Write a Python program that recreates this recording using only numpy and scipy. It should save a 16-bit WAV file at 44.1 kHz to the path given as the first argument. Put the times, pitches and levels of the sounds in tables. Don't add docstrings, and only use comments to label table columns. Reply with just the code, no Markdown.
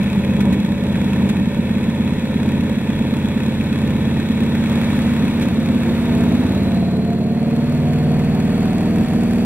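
import sys
import numpy as np
from scipy import signal
from scipy.fft import rfft, irfft, next_fast_len
from scipy.io import wavfile
from scipy.ndimage import uniform_filter1d

SR = 44100
rng = np.random.default_rng(int(sys.argv[2]) if len(sys.argv) > 2 else 0)


def to_linear_factor(level_db):
    exponent = np.asarray(level_db, float) / 20
    return 10 ** exponent


def wav_out(sig):
    wavfile.write(sys.argv[1], SR, np.round(np.clip(np.atleast_2d(sig).T, -1, 1) * 32767).astype(np.int16))


N = 416744
PAD = next_fast_len(N + SR)


def rms_one(x):
    return x / np.sqrt(np.mean(x ** 2) + 1e-20)


def in_time(rows):
    s, *columns = np.transpose(rows)
    return [np.interp(np.arange(N) / SR, s, c) for c in columns]


def in_pitch(rows):
    hz, *columns = np.transpose(rows)
    grid = np.log(np.arange(PAD // 2 + 1) * SR / PAD + 1)
    return [np.interp(grid, np.log(hz), c) for c in columns]


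def resonance(hz, width_hz):
    grid = np.arange(PAD // 2 + 1) * SR / PAD
    return 1j * grid * width_hz / (hz ** 2 - grid ** 2 + 1j * grid * width_hz)


def boost_or_dip(hz, width_hz, db):
    return 1 + (to_linear_factor(db) - 1) * resonance(hz, width_hz)


def shaped(x, response):
    return irfft(rfft(x, PAD) * response, PAD)[..., :N]


def contacts(turns, share):
    return np.flatnonzero(np.diff(np.floor(turns - share)) > 0)


def exhaust(turns, cycle_hz, exhaust_db, uneven, moved):
    # f/Hz, width/Hz, level/dB first place, level/dB second place, sign at the
    duct = [(41.9, 4.0, -11.8, -9.2, 1), (50.9, 74.9, -21.1, -22.9, -1), (73.9, 12.5, -8.6, -7.7, 1),
            (88.6, 10.7, -4.7, -2.5, -1), (97.4, 16.6, -12.0, -4.5, 1), (125.3, 16.9, -6.4, -5.0, -1),
            (135.5, 9.4, -3.7, -5.4, 1), (152.5, 4.0, -14.1, 4.4, 1), (177.7, 6.8, -2.0, 1.9, 1),
            (185.2, 4.4, -1.9, 1.7, -1), (194.4, 10.4, 0.2, -4.6, 1), (212.1, 5.7, -0.0, 3.1, -1),
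            (221.5, 5.7, -0.3, 4.9, 1), (243.5, 5.9, 2.6, 3.9, -1),
            (253.4, 6.1, -11.0, -1.7, 1), (273.6, 4.4, -15.5, -9.6, 1), (296.4, 4.0, -0.7, -6.5, 1),
             (323.0, 19.8, -26.6, -14.7, -1), (335.3, 8.2, -20.1, -11.9, 1), (402.2, 25.0, -14.5, -32.0, 1),
             (412.6, 37.6, -14.6, -22.5, -1), (472.6, 37.0, -24.7, -18.8, -1),
             (509.9, 20.4, -26.4, -18.9, 1), (568.3, 47.0, -11.5, -17.2, -1), (572.5, 30.5, -8.8, -19.2, 1),
             (644.9, 25.3, -27.0, -18.5, 1), (718.1, 131.9, -64.1, -25.0, -1),
             (972.1, 157.7, -19.8, -44.8, 1)]
    # f/Hz, width/Hz, level/dB
    cold_duct = [(199, 18, 5.5), (222.7, 12.7, -13), (279, 30, -9.5)]
    # f/Hz, width/Hz, level/dB
    first_place_dip = (395, 13.3, -19)
    warm_from_s, warm_takes_s = 1.3, .74
    jitter_s = .001
    roar_db, roar_aside_db = 13, -4

    pulses = np.zeros(N + SR)
    # share of the cycle, dB
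    for share, level_db in ((0, 0), (.593, -16.7)):
        at = contacts(turns, share)
        strength, late = rng.standard_normal((200, 2))[:len(at)].T
        now = np.clip(at - SR, 0, N - 1)
        delay = (jitter_s * SR * uneven[now] * late).astype(int)
        at = np.clip(at + delay, 0, N + SR - 1)
        pulses[at] = to_linear_factor(level_db) * (1 + uneven[now] * strength) * SR / cycle_hz[now] / 2
    roar = to_linear_factor(roar_db + roar_aside_db * np.r_[np.zeros(SR), moved])
    pulses += roar * rng.standard_normal(N + SR)
    spectrum = rfft(pulses, PAD) * walls()

    first, second = 0, 0
    for hz, width_hz, first_db, second_db, sign in duct:
        mode = sign * resonance(hz, width_hz)
        first = first + to_linear_factor(first_db) * mode
        second = second + to_linear_factor(second_db) * mode
    first = first * boost_or_dip(*first_place_dip)
    cold = first * np.prod([boost_or_dip(*row) for row in cold_duct], axis=0)
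    cold, first, second = (irfft(spectrum * place, PAD)[SR:SR + N] for place in (cold, first, second))
    warm = np.clip((np.arange(N) / SR - warm_from_s) / warm_takes_s, 0, 1)
    first = cold + warm * (first - cold)
    return to_linear_factor(exhaust_db + 2.5) * ((1 - moved) * first + moved * second)


def walls():
    scatter_hz, scatter_s, pulse_cut_hz = 325, .045, 820
    grid = np.arange(PAD // 2 + 1) * SR / PAD
    echoes = rfft(rng.standard_normal(SR) * np.exp(-np.arange(SR) / SR / scatter_s), PAD)
    smear = np.where(grid > scatter_hz, echoes / abs(echoes), 1)
    return smear / np.sqrt(1 + (grid / pulse_cut_hz) ** 12)


def unevenness():
    # t/s, added share, relative length
    stumbles = [
        (.55, .35, 1),
        (1.35, .38, 1),
        (2.65, .27, 1),
        (4.3, .15, 1),
        (5.42, .34, 1.6),
        (9.04, .7, .4),
    ]
    cold, settled, settle_s, stumble_s = .2, .03, 4.6, .17
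    t = np.arange(N) / SR
    uneven = settled + (cold - settled) * np.exp(-(t / settle_s) ** 2)
    for s, share, length in stumbles:
        uneven += share * np.exp(-((t - s) / (length * stumble_s)) ** 2)
    return uneven


def heavy_firings(ringing):
    # t/s, peak level/dB
    heavy = [(0.172, -0.5), (0.351, -1.5), (0.409, -4), (0.644, -3), (1.234, -4), (1.305, -2),
             (1.473, -1.5), (1.591, 0.5), (1.708, -2.5), (1.766, -5.5), (1.885, -0.5), (2.002, -4.5),
             (2.122, -1), (2.181, -3), (2.238, -6), (2.358, 0), (2.479, -3.5), (2.594, -1.5), (4.302, -1.5),
             (4.921, -4.5), (4.979, -2.5), (5.091, -5), (5.236, -0.5), (5.294, -9), (5.469, -1.5),
             (5.586, -2.5), (5.701, -4), (5.759, -3), (9.045, -8)]
    # start t/s, end t/s, spacing/s, peak level/dB
    lopes = [
        (0.825, 1.1, .118, -5),
        (2.774, 4.2, .118, -3),
        (6.349, 6.72, .0563, -3.5),
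    ]
    # f/Hz, share
    choked = [(110, 0), (150, 1)]
    swell_hz, warming_hz_per_s, warm_hz = 190.5, 9.9, 224.5
    choke_db, choke_late_s, choke_s = .5, .0018, .01
    lean_choke = .42

    out, choke = np.zeros(N), np.zeros(N)
    t = np.arange(-.03, .04, 1 / SR)
    swell = np.exp(-(t / np.where(t < 0, .009, .005)) ** 2)
    sag = np.exp(-((t - choke_late_s) / choke_s) ** 2)
    loping = [(s, peak_db) for start, end, step, peak_db in lopes for s in np.arange(start, end, step)]
    for s, peak_db in heavy + loping:
        hz = min(swell_hz + warming_hz_per_s * s, warm_hz)
        i = round((s + .00591 + t[0]) * SR)
        out[i:i + len(t)] += to_linear_factor(peak_db - 4.5) * swell * np.cos(2 * np.pi * hz * t * (1 - 4.5 * t))
        choke[i:i + len(t)] += to_linear_factor(peak_db + choke_db) * sag
    for start, end, step, _ in lopes:
        for s in np.arange(start + step / 2, end, step):
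            i = round((s + t[0]) * SR)
            choke[i:i + len(t)] += lean_choke * sag
    return out + ringing - np.tanh(choke) * shaped(ringing, in_pitch(choked)[0])


def duct_flow(low, turns):
    # t/s, depth 0-1
    lull = [(0, 0), (6.7, 0), (6.85, .6), (7.5, .65), (7.9, 0), (9.45, 0)]
    lull_s, steepen = 7.017, .4
    depth, = in_time(lull)
    angle = 2 * np.pi * (turns[SR:] - turns[SR + round(lull_s * SR)])
    low = -low * (1 - depth * (.5 + .5 * np.cos(angle)) ** 3)
    above_orders = signal.butter(3, 280, "high", fs=SR, output="sos")
    return low + steepen * signal.sosfilt(above_orders, low ** 2)


def clatter(turns, cycle_hz, moved):
    # t/s, level/dB
    load = [(0.0, -51.5), (0.76, -54), (1.1, -51), (1.45, -53.5), (2.08, -53), (2.66, -53), (4.4, -52),
            (4.9, -48.5), (5.6, -52.5), (6.0, -50.5), (6.71, -53), (6.97, -57), (7.24, -58.5), (7.63, -55),
            (9.45, -51)]
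    # f/Hz, spectral level/dB first place, second place
    casing_colour = [(255, 4.5, 3), (500, -1.5, -7.5), (930, -11.5, -5.5), (1380, -10.5, -9.5),
                     (2670, -12, -12.5), (2870, -16, -15.5), (4240, -15, -18.5), (4140, -22, -10),
                     (4710, -24, -24), (5200, -35, -34), (7000, -72, -33.5)]
    # f/Hz, spectral level/dB
    hiss_rows = [(4300, -14), (5000, -11.5), (5450, -4), (6050, -8), (7500, 0), (8300, -7), (9600, -7.5),
                 (10400, -4), (11700, -6), (12400, -5.5), (13300, -11), (13900, -18), (15000, -7.5),
                 (16500, -17)]
    # f/Hz, width/Hz, level/dB
    panel_modes = [(917, 77, 8.5), (1500, 75, 4.5), (1805, 180, 8), (2263, 150, 7.5), (2540, 89, 9),
                   (3363, 117, 11.5), (3770, 220, 6.5)]
    # t/s, peak level/dB, decay/s
    spit_events = [
        (0.405, -29, 0.014),
        (0.5246, -32, 0.021),
        (0.6474, -32, 0.006),
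        (1.2904, -29, 0.018),
        (4.5844, -49, 0.022),
        (5.4106, -32, 0.04),
        (6.3639, -46, 0.02),
        (6.4994, -57, 0.02),
        (7.2064, -48, 0.024),
        (9.046, -36, 0.005),
    ]
    casing_over_db, casing_loss_db_per_hz, cruise_hz = 16, 5.5, 19.63
    panels_aside, knock_aside = .55, .35

    hiss_db, = in_time(load)
    casing_db = hiss_db + casing_over_db - casing_loss_db_per_hz * np.maximum(cycle_hz - cruise_hz, 0)
    panels = 1
    for hz, width_hz, db in panel_modes:
        panels = panels + (to_linear_factor(db) - 1) * abs(resonance(hz, width_hz)) ** 2
    first_db, second_db = in_pitch(casing_colour)
    first = to_linear_factor(first_db) * panels
    second = to_linear_factor(second_db) * panels ** panels_aside
    hiss_colour = to_linear_factor(in_pitch(hiss_rows)[0])

    white = rng.standard_normal((3, 2, N))
    beat = bursts(turns, decay_s=.0018, spread_db=8, floor=.99)
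    knocks = white[0] * beat ** (.82 * (1 - knock_aside * moved))
    casing = (1 - moved) * rms_one(shaped(knocks, first)) + moved * rms_one(shaped(knocks, second))
    hiss = rms_one(shaped(white[1] * beat, hiss_colour))

    t, spit = np.arange(N) / SR, np.zeros(N)
    for s, peak_db, decay_s in spit_events:
        since = np.clip(t - s, 0, 1)
        spit += to_linear_factor(peak_db) * (t > s) * np.exp(-(since / decay_s) ** 3)
    spits = shaped(white[2] * spit, to_linear_factor(2) * hiss_colour + to_linear_factor(17) * first)
    return to_linear_factor(casing_db + 7.5) * casing + to_linear_factor(hiss_db + 7.5) * hiss + spits


def bursts(turns, decay_s, spread_db, floor):
    # share of the cycle, level/dB
    valves = [(.0, -9), (0.191, 5), (0.302, -33), (.53, -2), (0.7, 5.5), (.8, -7)]
    hits = np.zeros(N + SR)
    for share, level_db in valves:
        at = contacts(turns, share)
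        spread = np.clip(rng.standard_normal(200), -2, .8)[:len(at)]
        hits[at] = to_linear_factor(level_db + spread_db * spread)
    dying = signal.lfilter([1], [1, -np.exp(-1 / (decay_s * SR))], hits)[SR:]
    return floor + uniform_filter1d(dying, size=90)


def gears(turns, moved):
    # multiple of the cycle, level/dB first place, level/dB second place
    meshes = [(20, -43, -36.5), (24, -61, -38.5), (28.4, -69, -43), (30.63, -39, -40.5), (33.66, -45, -42),
              (36.4, -73, -51), (38.07, -70, -39), (40.06, -53, -55)]
    waver_db = 3.5
    waver = rms_one(uniform_filter1d(rng.standard_normal((len(meshes), N // 400 + 2)), size=9))
    whine = np.zeros(N)
    for (order, first_db, second_db), w in zip(meshes, waver):
        wavering = waver_db * np.interp(np.arange(N) / 400, np.arange(len(w)), w)
        level_db = first_db + (second_db - first_db) * moved + 2 + wavering
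        whine += to_linear_factor(level_db) * np.sin(2 * np.pi * order * turns[SR:])
    return whine


def turbo():
    # t/s, f/Hz, level/dB
    whistle = [(0, 3730, -66), (5.5, 3725, -55), (6.2, 3710, -55), (6.8, 4050, -53.5), (7.3, 4200, -60),
               (8.2, 4400, -60), (9.45, 4570, -61)]
    hz, level_db = in_time(whistle)
    narrow = signal.butter(2, 150, fs=SR, output="sos")
    a, b = signal.sosfilt(narrow, rng.standard_normal((2, 2, N)))
    angle = 2 * np.pi * np.cumsum(hz) / SR
    return to_linear_factor(level_db + 10) * rms_one(a * np.cos(angle) + b * np.sin(angle))


def microphone_ports(direct, scattered):
    # f/Hz, phase lag of left/rad, likeness 0-1, left-right level/dB
    ports = [(40, 0.017, 1, 0.2), (298, 0.24, 0.99, -1), (965, 0.43, 0.98, -0.3), (1800, 0.5, 0.72, -2),
             (2590, 0.74, 0.98, 1.2), (2920, 1.5, 0.1, 6.5), (2900, 2.8, 0.22, 4), (4220, 2.6, 0.99, -1),
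             (5280, 2.3, 0.54, 0), (7760, 2.8, 0.98, -2.5), (8770, 4.6, 0.32, -5), (10100, 2.06, 0.41, 0.5),
             (11700, 3.65, 0.88, -2), (13700, 3, 0.36, -6), (14800, 3.1, 0.5, 3)]
    lag, alike, balance_db = in_pitch(ports)
    alike = np.clip(alike, 0, 1)
    same = shaped(direct, np.sqrt((1 + alike) / 2))
    other = shaped(scattered, np.sqrt((1 - alike) / 2))
    left = shaped(same + other, to_linear_factor(balance_db / 2) * np.exp(-.5j * lag))
    right = shaped(same - other, to_linear_factor(-balance_db / 2) * np.exp(.5j * lag))
    return np.array([left, right])


def scene():
    # t/s, four-stroke cycle f/Hz
    speed = [(0, 16.95), (3.9, 16.95), (4.3, 17.05), (5.1, 17.16), (5.9, 17.25), (6.3, 17.5), (6.9, 18.1),
             (7.5, 18.68), (8.4, 19.48), (9, 19.92), (9.45, 20.2)]
    # t/s, level/dB
    running = [(0, -22), (1.7, -22.5), (4.5, -21), (5.9, -22.5), (6.6, -19.5), (7.3, -23.5), (8.3, -21.5),
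               (9.45, -22.5)]
    # t/s, share 0-1
    steps_aside = [(0, 0), (2, 0), (4.5, .3), (6.3, 1), (9.45, 1)]
    first_firing_s = .2067
    cycle_hz, = in_time(speed)
    exhaust_db, = in_time(running)
    moved, = in_time(steps_aside)
    turns = np.cumsum(np.r_[np.full(SR, cycle_hz[0]), cycle_hz]) / SR
    turns -= turns[SR + round(first_firing_s * SR)]
    low = heavy_firings(exhaust(turns, cycle_hz, exhaust_db, unevenness(), moved))
    low = duct_flow(low, turns) + gears(turns, moved)
    late_low = np.roll(low, 1500)
    direct, scattered = clatter(turns, cycle_hz, moved) + turbo() + [low, late_low]
    return microphone_ports(direct, scattered)


def low_pass(x):
    return signal.sosfilt(signal.butter(12, 17090, fs=SR, output="sos"), x)


def record(dry):
    low_cut = signal.butter(2, 30, "high", fs=SR, output="sos")
    top_cut = signal.ellip(10, .5, 80, 15720, fs=SR, output="sos")
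    dry = signal.sosfilt(low_cut, dry)
    mix = signal.sosfilt(top_cut, 1.2 * np.tanh(dry / 1.2))
    return low_pass(mix)


dry = scene()
out = record(dry)
wav_out(out)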